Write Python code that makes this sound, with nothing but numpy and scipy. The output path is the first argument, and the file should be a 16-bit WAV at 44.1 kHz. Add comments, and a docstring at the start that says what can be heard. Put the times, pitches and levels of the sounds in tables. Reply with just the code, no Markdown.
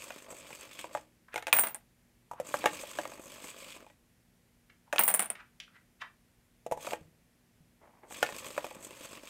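"""A small motor whirrs, plastic knocks, and twice a coin tumbles, drops and rings on other coins.
It is a toy coin bank, a cardboard box on a table in a quiet room: a coin laid on its pad is taken by
a motor that lifts the lid and swings an arm. The gears are noise scraped in step with their teeth.
Box, plastic and coins ring with dying tones plus coloured noise for the surfaces that touch.
Scuffs and a fingertip are short shaped noises; still air, a mains hum and a room tail lie around it."""
import sys
import numpy as np
from scipy import signal
from scipy.fft import rfft, irfft
from scipy.io import wavfile

SR = 44100
rng = np.random.default_rng(int(sys.argv[2]) if len(sys.argv) > 2 else 0)


def output_pcm(signal):
    """Save a mono or channel-first signal as 16-bit PCM at the path in sys.argv[1].

    Samples are clipped to [-1, 1] before scaling.
    """
    pcm = np.clip(np.atleast_2d(signal).T, -1, 1) * 32767
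    wavfile.write(sys.argv[1], SR, np.round(pcm).astype(np.int16))


N = 409688
TIME = np.arange(N) / SR  # s, the whole scene
HIT = np.arange(16384) / SR  # s, the length of one hit

# In all tables levels are relative: the functions that use them may add a trim.
# Spells of the motor: switched on t/s, switched off t/s, gear level/dB
MOTOR_SPELLS = [(-.1, 0.964, -0.5), (2.47, 3.815, 0), (6.828, 6.915, 1.5), (8.126, 9.4, -0.1)]
# Once a spell the swinging arm strikes the box: t/s, strength/dB
ARM_STRIKES = [(.068, -44), (2.986, -21), (6.932, -22.5), (8.577, -20)]
# Tone colour of shaken or rubbed cardboard: f/Hz, level per Hz/dB
CARD_COLOUR = [(25, -23), (150, -6), (330, -0.5), (580, -2.5), (950, -2), (1400, -11.5), (2200, -11),
               (5000, -38.5)]
# Tones that the cardboard rings with: f/Hz, level/dB, time to fall 60 dB/s
BOX_TONES = [(313.4, -18, 0.2), (496, -8.5, 0.077), (567, 3, 0.031), (644, -5, 0.039), (720, -3, 0.046),
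             (850, -1, .05), (960, -4, 0.042), (1165, -0.5, 0.016)]
# Tone colour of clacking plastic: f/Hz, level per Hz/dB
CLACK_COLOUR = [(60, -47.5), (500, -20.5), (1100, -4), (1550, -2), (1950, -2), (2700, -3.5), (3700, -8),
                (4600, -20.5), (8000, -31)]
# Tone colour of the tick of a hard edge: f/Hz, level per Hz/dB
TICK_COLOUR = [(300, -44.5), (2500, -20.5), (4500, -9), (5600, -2.5), (6600, 1), (8200, -3.5),
               (10500, -8.5), (13000, -7), (15200, -14.5), (16500, -34.5)]
# A coin tumbles down through the works: t/s, strength/dB, hardness/dB
COIN_TUMBLES = [(1.341, -34.5, -2.5), (1.358, -24.5, -5), (1.377, -30.5, -3.5), (1.424, -40.5, -0.5),
                (1.468, -30, -0.5), (1.48, -27.5, -8), (1.527, -25.5, 8.5), (4.926, -27, -1.5),
                (4.932, -22, -16.5), (4.959, -28.5, -3), (4.982, -35, 10.5)]
# One table a falling coin, a row a bounce on the pile: t/s, clink level/dB, blow on the box/dB
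COIN_DROPS = [
    [(1.5279, -17.5, -22.5), (1.5654, -20.5, -29), (1.5863, -17, -22), (1.5938, -13, -36),
     (1.6354, -25.5, -27), (1.6696, -27.5, -34.5), (1.7449, -24.5, -40.5)],
    [(4.9916, -16.5, -20), (5.0355, -19, -34), (5.0779, -14.5, -25), (5.1397, -13, -27.5),
     (5.1931, -15.5, -26), (5.2234, -21.5, -33), (5.3009, -20, -34.5)],
]
# One table a coin, a row a tone it rings with: f/Hz, level/dB, time to fall 60 dB/s
COIN_TONES = [
    [(8460, -11, 0.072), (9205, 0, 0.068), (9500, -1, 0.032), (9600, -8.5, .05), (13110, -11.5, .2),
     (15070, 0.5, 0.26), (15490, -13.5, .07)],
    [(9400, 0, .07), (9010, 1.5, 0.14), (9360, 6.5, .075), (10040, 1.5, .06), (12160, -7.5, 0.15),
     (15200, 10.5, .06), (15440, -3.5, 0.079)],
]
# A coin is set down on the pad: t/s, strength/dB, f that this spot of the card favours/Hz
COIN_TAPS = [(2.312, -35, 1200), (2.333, -41.5, 1200), (2.399, -27.5, 450), (6.663, -33, 560),
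             (6.712, -29, 580), (6.72, -24.5, 580), (6.773, -37.5, 580)]


def amp(db):
    """Turns decibels into a gain."""
    return 10 ** (np.asarray(db) / 20)


def evened(x):
    """Scales a sound to an average (rms) level of 1."""
    return x / np.sqrt(np.mean(x ** 2) + 1e-20)


def blow(x):
    """Scales a hit to the energy of 5 ms at rms 1."""
    return x / np.sqrt(np.sum(x ** 2) / (.005 * SR) + 1e-20)


def read(points, hz):
    """Joins (Hz, value) points by straight lines on a log-frequency axis."""
    f, value = np.transpose(points)
    return np.interp(np.log(hz + 1), np.log(f + 1), value)


def add(mix, s, sound):
    """Mixes a sound in at time s."""
    part = mix[max(round(s * SR), 0):][:len(sound)]
    part += sound[:len(part)]


def colour(x, points, size=4096):
    """Filters a sound to the given tone colour, with no echo ahead of a hit."""
    log_gain = np.log(amp(read(points, abs(np.fft.fftfreq(size, 1 / SR)))))
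    # the Hilbert transform supplies the phase that keeps the filter causal
    response = np.fft.ifft(np.exp(np.conj(signal.hilbert(log_gain)))).real[:size // 2]
    return signal.oaconvolve(x, response)[:len(x)]


def resonate(x, hz, width):
    """One resonance that leaves its centre at gain 1; hz and width in Hz."""
    return signal.lfilter(*signal.iirpeak(hz, hz / width, SR), x)


def drift(rate):
    """Slow random drift of rms 1 with about rate swings a second."""
    hz = np.fft.rfftfreq(N // 32, 32 / SR)
    slow = irfft(rfft(rng.standard_normal(N // 32)) / (1 + (hz / rate) ** 4))
    return evened(np.interp(TIME, np.linspace(0, TIME[-1], len(slow)), slow))


def ring(tones, spread_db, detune):
    """Dying tones of a struck body; each blow lands on another spot and weights them anew."""
    hz, db, t60 = np.transpose(tones)[:, :, None]
    weight, shift, side = rng.standard_normal((3, len(tones), 1))
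    level = amp(db + spread_db * weight - 60 * HIT / t60)
    waves = np.sin(2 * np.pi * hz * (1 + detune * shift) * HIT)
    return (np.sign(side) * level * waves).sum(0)


def contact(t60, first, chatter_db, chatter_t60):
    """A sharp push, a short crush of the surfaces, and fading chatter of loose parts."""
    crush, chatter = rng.standard_normal((2, len(HIT)))
    force = blow(crush * amp(-60 * HIT / t60))
    # cubing the noise makes its peaks stand out like separate small hits
    force = force + amp(chatter_db) * blow(chatter ** 3 * amp(-60 * HIT / chatter_t60))
    push = blow(1. * (HIT == 0))
    return blow(force + first * push)


def background(air_db=-69):
    """Still room air as coloured noise, and a faint mains hum of steady tones."""
    # Tone colour of the air: f/Hz, level per Hz/dB
    air_colour = [(15, -36.5), (36, -0.5), (198, -5), (239, -8), (409, -12), (1230, -22), (1890, -18),
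                  (3910, -25), (12800, -26), (15400, -34)]
    # Hum tones: f/Hz, level/dB
    hum_tones = [(120, -79.5), (179, -81), (239.5, -76.5)]
    air_gain = amp(read(air_colour, np.fft.rfftfreq(N, 1 / SR)))
    air = irfft(rfft(rng.standard_normal(N)) * air_gain, N)
    hum = sum(amp(db) * np.sqrt(2) * np.sin(2 * np.pi * (hz * TIME + rng.random())) for hz, db in hum_tones)
    return amp(air_db) * evened(air) + hum


def drive(lurch_db=2.86, spin_up=449, coast=190, shudder_db=-53.5, calm=4):
    """Gains of hiss, grind and shudder: a spell spins up, follows the stroke with lurches and coasts.

    spin_up, coast and calm are in dB per s; shudder_db is the shaking as the arm strikes."""
    # Every spell follows this crank stroke: t after the arm strikes/s,
    # hiss of the fast gears/dB, grind of the loaded gears/dB
    stroke = [(-.52, -55, -54.5), (-.44, -46.5, -51.5), (-.38, -55, -50.5), (-.08, -52, -51.5),
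              (.05, -59, -55.5), (.15, -56, -58), (.212, -68.5, -65), (.243, -52, -60.5), (.35, -60, -57),
              (.46, -54, -52.5), (.62, -58, -55), (.77, -56, -52.5), (.825, -67.5, -65), (.89, -61, -57.5)]
    when, hiss_db, grind_db = np.transpose(stroke)
    gains = np.zeros((3, N))
    for (on, off, db), (strike, _) in zip(MOTOR_SPELLS, ARM_STRIKES):
        power_db = db - spin_up * np.maximum(on - TIME, 0) - coast * np.maximum(TIME - off, 0)
        t = np.clip(TIME - strike, when[0], when[-1])
        stroke_db = [np.interp(t, when, hiss_db), np.interp(t, when, grind_db), shudder_db - calm * t]
        gains += amp(power_db + np.array(stroke_db))
    return gains * amp(lurch_db * np.outer([1, .5, .5], drift(22)))


def teeth(turns, force, steady, decay, spread_db):
    """Steady friction plus one scrape of uneven force for each gear beat."""
    grit = amp(3 * drift(350))
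    scrape = np.exp(-(turns % 1) / decay) * amp(spread_db * force)
    return (steady + scrape) * grit * rng.standard_normal(N)


def gears(scrape, spectrum, tones, patchy_db):
    """The scraping rings the wheels; each swells and fades as it turns."""
    body = colour(scrape, spectrum)
    wheels = 0
    for hz, width, db in tones:
        swell_db = patchy_db * np.minimum(drift(18), 1.5)
        wheels = wheels + amp(db + swell_db) * resonate(body, hz, width)
    return evened(body + wheels)


def motor(tooth_hz=49.34, waver=.008):
    """Two gear stages scrape in step with the beat of the teeth and shake the box."""
    # Tone colours of the fast and the loaded gears: f/Hz, level per Hz/dB
    hiss_colour = [(5000, -18.5), (6300, -6.5), (7400, -8), (8600, -3.5), (9800, -13), (13300, -9),
                   (15000, -19.5), (15800, -42.5)]
    grind_colour = [(500, -24), (1200, -5.5), (1900, -9.5), (2400, -2), (3300, -5), (3900, -6.5),
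                    (5300, -9), (6200, -17.5)]
    # Resonances of the small and the large gears: f/Hz, width/Hz, level/dB
    small_gears = [(6430, 290, -1), (7070, 480, -3), (7730, 630, 3)]
    large_gears = [(1046, 120, 3.5), (1770, 300, -2.2), (2390, 660, 0.5), (3290, 370, -2.5),
                   (4552, 61, 4.5), (5140, 230, -4)]
    hiss, grind, shudder = drive()
    turns = np.cumsum(tooth_hz * (1 + waver * drift(2.2))) / SR  # gear beats so far
    # one random force for each gear beat
    force, jolt = np.clip(rng.standard_normal((2, 1000)), -2, 1.2)[:, turns.astype(int)]
    fast_scrape = teeth(turns, force, steady=.9, decay=.3, spread_db=5)
    fast = gears(fast_scrape, hiss_colour, small_gears, patchy_db=3.5)
    loaded_scrape = teeth(turns, force, steady=.9, decay=.3, spread_db=4.5)
    loaded = gears(loaded_scrape, grind_colour, large_gears, patchy_db=4.5)
    shake = teeth(turns, jolt, steady=0.36, decay=.3, spread_db=7.5)
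    card_ring = signal.fftconvolve(shake, ring(BOX_TONES, spread_db=1.0, detune=0.0037))[:N]
    box = evened(colour(shake, CARD_COLOUR)) + 0.85 * evened(card_ring)
    return hiss * fast + grind * loaded + shudder * evened(box)


def arm_strikes(count=3, rebound_s=.066, rebound_db=-8.5, hard_db=-11):
    """The arm strikes once a stroke and rebounds while the motor pushes it: (s, strength, hardness dB)."""
    rows = []
    for (_, off, _), (s, db) in zip(MOTOR_SPELLS, ARM_STRIKES):
        for k in range(count):
            if k == 0 or s + k * rebound_s < off:
                rows.append((s + k * rebound_s, db + k * rebound_db, hard_db))
    return rows


def blows(edge_db=-12):
    """All hard blows on the box: (s, thud, clack, tick dB); the harder, the more clack and tick."""
    # Lid and linkage knock on the box: t/s, strength/dB, hardness/dB
    lid_knocks = [(.104, -35, -4), (.323, -37.5, -20), (.504, -40, -9), (.841, -30, -15.5),
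                  (0.949, -20.5, -18.5), (.972, -35.5, -10), (2.54, -18, -10.5), (2.64, -20.5, -13.5),
                  (2.657, -13, -6.5), (2.835, -36, -14), (3.439, -42.5, -20), (3.864, -45, -12.5),
                  (3.899, -51, -6), (6.87, -26.5, -14.5), (6.92, -28, -21), (8.107, -38.5, -14),
                  (8.227, -15.5, -4), (8.289, -32, -9)]
    hits = lid_knocks + COIN_TUMBLES + arm_strikes()
    return [(s, db, db + hard_db, db + hard_db + edge_db) for s, db, hard_db in hits]


def knocks(thud_db=-6, clack_db=-5.5, frame_db=-4, tick_db=-1, lag=0.0011):
    """Each knock rings the cardboard, with a clack of plastic and a tick of the hard edge."""
    # Tones of arm and frame: f/Hz, level/dB, time to fall 60 dB/s
    plastic_tones = [(1447, -8.5, .05), (1626, 0, 0.026), (1847, -9.5, 0.11), (2152, -6.5, .04),
                     (2470, 1.5, 0.028)]
    out = np.zeros(N)
    for s, thud, clack, tick in blows():
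        yielding = 1 - np.exp(-HIT / 0.00053)  # soft card gives way, so the thud starts softly
        card = blow(ring(BOX_TONES, spread_db=4.0, detune=.012) * yielding)
        frame = blow(ring(plastic_tones, spread_db=6.5, detune=0.019))
        clack_touch = contact(t60=0.017, first=.5, chatter_db=-5.0, chatter_t60=0.14)
        tick_touch = contact(t60=0.028, first=.5, chatter_db=-3.5, chatter_t60=0.11)
        sound = amp(thud + thud_db) * card
        sound += amp(clack + frame_db) * frame
        sound += amp(clack + clack_db) * blow(colour(clack_touch, CLACK_COLOUR))
        sound += amp(tick + tick_db) * blow(colour(tick_touch, TICK_COLOUR))
        add(out, s + lag, sound)
    # the knocks keep little bass below about 190 Hz
    return signal.sosfilt(signal.butter(2, 190, "high", fs=SR, output="sos"), out)


def table(hz=140, t60=0.15, sway_hz=80, sway_db=-9, blow_db=-35.5, press_db=-23):
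    """Soft low bumps of the table top: two dying tones for the hand, blows on the box and coin taps."""
    # The hand bumps the table: t/s, level/dB
    hand_bumps = [(7.012, -48), (7.057, -59), (7.606, -54.5)]
    # blow_db and press_db: the share of a blow or a fingertip's press that gets through
    from_blows = [(s, thud + blow_db) for s, thud, _, _ in blows()]
    from_taps = [(s, db + press_db) for s, db, _ in COIN_TAPS]
    out = np.zeros(N)
    for s, db in hand_bumps + from_blows + from_taps:
        phase = 2 * np.pi * HIT * rng.uniform(.85, 1.2)  # each bump has its own pitch around hz
        bump = np.sin(hz * phase) + amp(sway_db) * np.sin(sway_hz * phase)
        add(out, s, amp(db - 60 * HIT / t60) * bump)
    return out


def scuffs(t60=0.033, spread=0.82, level_db=-7):
    """Short scuffs of band-limited noise that build up and end in a tap."""
    # Small scuffs and taps around the box: t/s, level/dB, centre f/Hz, build-up/s
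    small_scuffs = [(1.285, -46, 1180, 0.0015), (1.335, -39, 1780, .006), (2.395, -41, 1000, 0.034),
                    (4.70, -48.5, 2000, .0017), (4.88, -52, 887, 0.0074), (5.355, -39, 1780, 0.0017),
                    (5.409, -38, 1480, .023), (5.601, -33.5, 2950, 0.00029), (5.636, -50.5, 2920, .007),
                    (5.68, -51.5, 1490, .0015), (5.766, -45.5, 1713, .019), (6.019, -34, 2440, 0.0054),
                    (6.022, -29.5, 1260, 0.0046)]
    out = np.zeros(N)
    t = HIT - .1  # the tap comes at t = 0
    for s, db, hz, build in small_scuffs:
        shape = np.exp(np.minimum(t, 0) / build) * amp(-60 * np.maximum(t, 0) / t60)
        tap = shape * rng.standard_normal(len(t))
        tap = resonate(resonate(tap, hz, hz * spread), hz, hz * spread)
        add(out, s + t[0], amp(db + level_db) * blow(tap))
    return out


def jingle(ring_db=-18, crack_db=-10, crack_per_hard=1.9, crack_hz=2850, crack_width=1100, lag=.001):
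    """A tumbling coin's rim cracks against plastic, most on hard hits, and the coin rings faintly."""
    out = np.zeros(N)
    for s, db, hard_db in COIN_TUMBLES:
        nearest = np.argmin([abs(bounces[0][0] - s) for bounces in COIN_DROPS])  # which coin this is
        crack = contact(t60=0.0024, first=1.5, chatter_db=-14.5, chatter_t60=.03)
        crack = resonate(resonate(crack, crack_hz, crack_width), crack_hz, 2 * crack_width)
        metal = ring(COIN_TONES[nearest][:5], spread_db=3, detune=0.0032)
        sound = amp(db + crack_per_hard * hard_db + crack_db) * blow(crack)
        sound += amp(db + hard_db + ring_db) * blow(metal)
        add(out, s + lag, sound)
    return out


def touches(bounces, count=3, uneven=.25, spread_db=3.5, settle_power=1.4,
            rock_s=.011, rock_db=-7.5, rock_fade_db=-4, free_ring_db=-16.5, settle_db=-34):
    """A coin rocks from rim to rim after a bounce and its high ring is damped as it settles.

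    Gives rows of (s, clink dB, blow dB, high ring dB)."""
    first, last = bounces[0][0], bounces[-1][0]
    next_times = [row[0] for row in bounces[1:]] + [last]  # the last bounce has no rocking
    rows = []
    for (s, clink, floor), following in zip(bounces, next_times):
        late, force = rng.standard_normal((2, count))
        hits = [(s, 0)]
        for k in range(count):
            if s + (k + 1) * rock_s < following:
                at = s + rock_s * (k + 1 + uneven * late[k])
                hits.append((at, rock_db + k * rock_fade_db + spread_db * force[k]))
        for at, db in hits:
            settled = ((at - first) / (last - first)) ** settle_power
            rows.append((at, clink + db, floor + db, free_ring_db + db + settle_db * settled))
    return rows


def coins(clink_db=-9, low_ring_db=-12, floor_db=-2, high_ring_db=-1, sizzle_db=-12, lag=0.001,
          rest_s=0.031, rest_db_per_s=700):
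    """A coin bounces and chatters on the pile: metal rings, and the floor of the box drums."""
    # Tone colours of the clink and of the box floor: f/Hz, level per Hz/dB
    clink_colour = [(200, -49.5), (3000, -29.5), (5500, -26.5), (7500, -4), (9200, 13), (10300, -3.5),
                    (11700, -14), (13000, -10), (14200, -18), (15200, -8), (16000, -37.5)]
    floor_colour = [(60, -36.5), (140, -16.5), (190, -3), (240, -9), (420, -8), (680, 3.5), (1100, -0.5),
                    (2300, -3.5), (3500, -12), (4600, -18.5), (9000, -23.5)]
    out = np.zeros(N)
    for bounces, tones in zip(COIN_DROPS, COIN_TONES):
        rest = bounces[-1][0] - rest_s  # the coin sinks onto the pile, which chokes the ring
        for s, clink, floor, high in touches(bounces):
            # the rim keeps touching its neighbours, which breaks up the ring
            rim = contact(t60=0.0072, first=2.2, chatter_db=-2.5, chatter_t60=0.025)
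            low_tones = ring(tones[:4], spread_db=2.5, detune=.006)
            low_ring = signal.fftconvolve(rim, low_tones)[:len(HIT)]
            high_tones = ring(tones[4:], spread_db=1.5, detune=.0004)
            high_ring = signal.fftconvolve(rim, high_tones)[:len(HIT)]
            sizzle = contact(t60=0.017, first=.2, chatter_db=3.5, chatter_t60=0.15)
            sizzle = resonate(resonate(sizzle, 13000, 3500), 13000, 5000)
            clink_touch = contact(t60=0.0065, first=0.76, chatter_db=-6.5, chatter_t60=.08)
            # the card under the pile answers each touch
            drum = contact(t60=0.048, first=0.48, chatter_db=-4, chatter_t60=0.18)
            choke = amp(-rest_db_per_s * np.maximum(HIT - max(rest - s, 0), 0))
            sound = amp(clink + clink_db) * blow(colour(clink_touch, clink_colour))
            sound += amp(clink + low_ring_db) * blow(low_ring) * choke
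            sound += amp(high + high_ring_db) * blow(high_ring) * choke
            sound += amp((clink + high) / 2 + sizzle_db) * blow(sizzle)
            sound += amp(floor + floor_db) * blow(colour(drum, floor_colour))
            add(out, s + lag, sound)
    return out


def taps(db_per_octave=15, clack_db=-18.5, tick_db=-20, lag=.001):
    """A coin under a fingertip thuds softly on the card, ringing the tones of that spot."""
    out = np.zeros(N)
    for s, db, spot_hz in COIN_TAPS:
        # tones far from the spot's favourite are weaker
        tones = [(hz, level - db_per_octave * abs(np.log2(hz / spot_hz)), t60) for hz, level, t60 in BOX_TONES]
        touch = contact(t60=0.035, first=.5, chatter_db=-0.5, chatter_t60=.08)
        sound = blow(ring(tones, spread_db=6, detune=0.004) * (1 - np.exp(-HIT / 0.0004)))
        sound += amp(clack_db) * blow(colour(touch, CLACK_COLOUR))
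        sound += amp(tick_db) * blow(colour(touch, TICK_COLOUR))
        add(out, s + lag, amp(db) * sound)
    return out


def finger(grip_db=4):
    """Skin sticks and slips on the cardboard: noise of quickly wavering strength."""
    # A fingertip presses the coin: t/s, level/dB
    rub = [(7.8, -90), (7.818, -63.5), (7.902, -59.5), (7.916, -72), (8.022, -64), (8.032, -52),
           (8.09, -69.5)]
    s, db = np.transpose(rub)
    slips = colour(amp(grip_db * drift(81)) * rng.standard_normal(N), CARD_COLOUR)
    return amp(np.interp(TIME, s, db, -150, -150)) * evened(resonate(slips, 900, 1500))


def room(x, build=0.0059, treble_db=-7):
    """A diffuse tail that dies band by band; furnishings soak up the treble."""
    # Fading of the room: f/Hz, time to fall 60 dB/s
    fading = [(150, 0.77), (600, 0.23), (2000, 0.22), (6000, 0.23), (15000, 0.095)]
    hz, t, z = signal.stft(rng.standard_normal(SR), SR, nperseg=256)
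    decay = amp(-60 * t / read(fading, hz)[:, None]) * (1 - np.exp(-t / build))
    tail = signal.istft(z * decay, SR, nperseg=256)[1]
    wet = signal.fftconvolve(x, tail / np.linalg.norm(tail))[:N]
    return colour(wet, [(2500, 0.00078), (9000, treble_db)])


def scene(near_wet_db=-17, far_wet_db=-5):
    """The box is close and dry; the scuffs carry more of the room."""
    near = motor() + knocks() + taps() + jingle() + coins() + table() + finger()
    far = scuffs()
    wet = room(amp(near_wet_db) * near + amp(far_wet_db) * far)
    return (near + far + wet + background())[None]


def record(dry, edge_hz=15800):
    """Cuts off the treble above edge_hz with a steep low-pass filter."""
    low_pass = signal.firwin(511, edge_hz, window=("kaiser", 9), fs=SR)
    return signal.oaconvolve(dry, low_pass[None], "same")


dry = scene()
out = record(dry)
output_pcm(out)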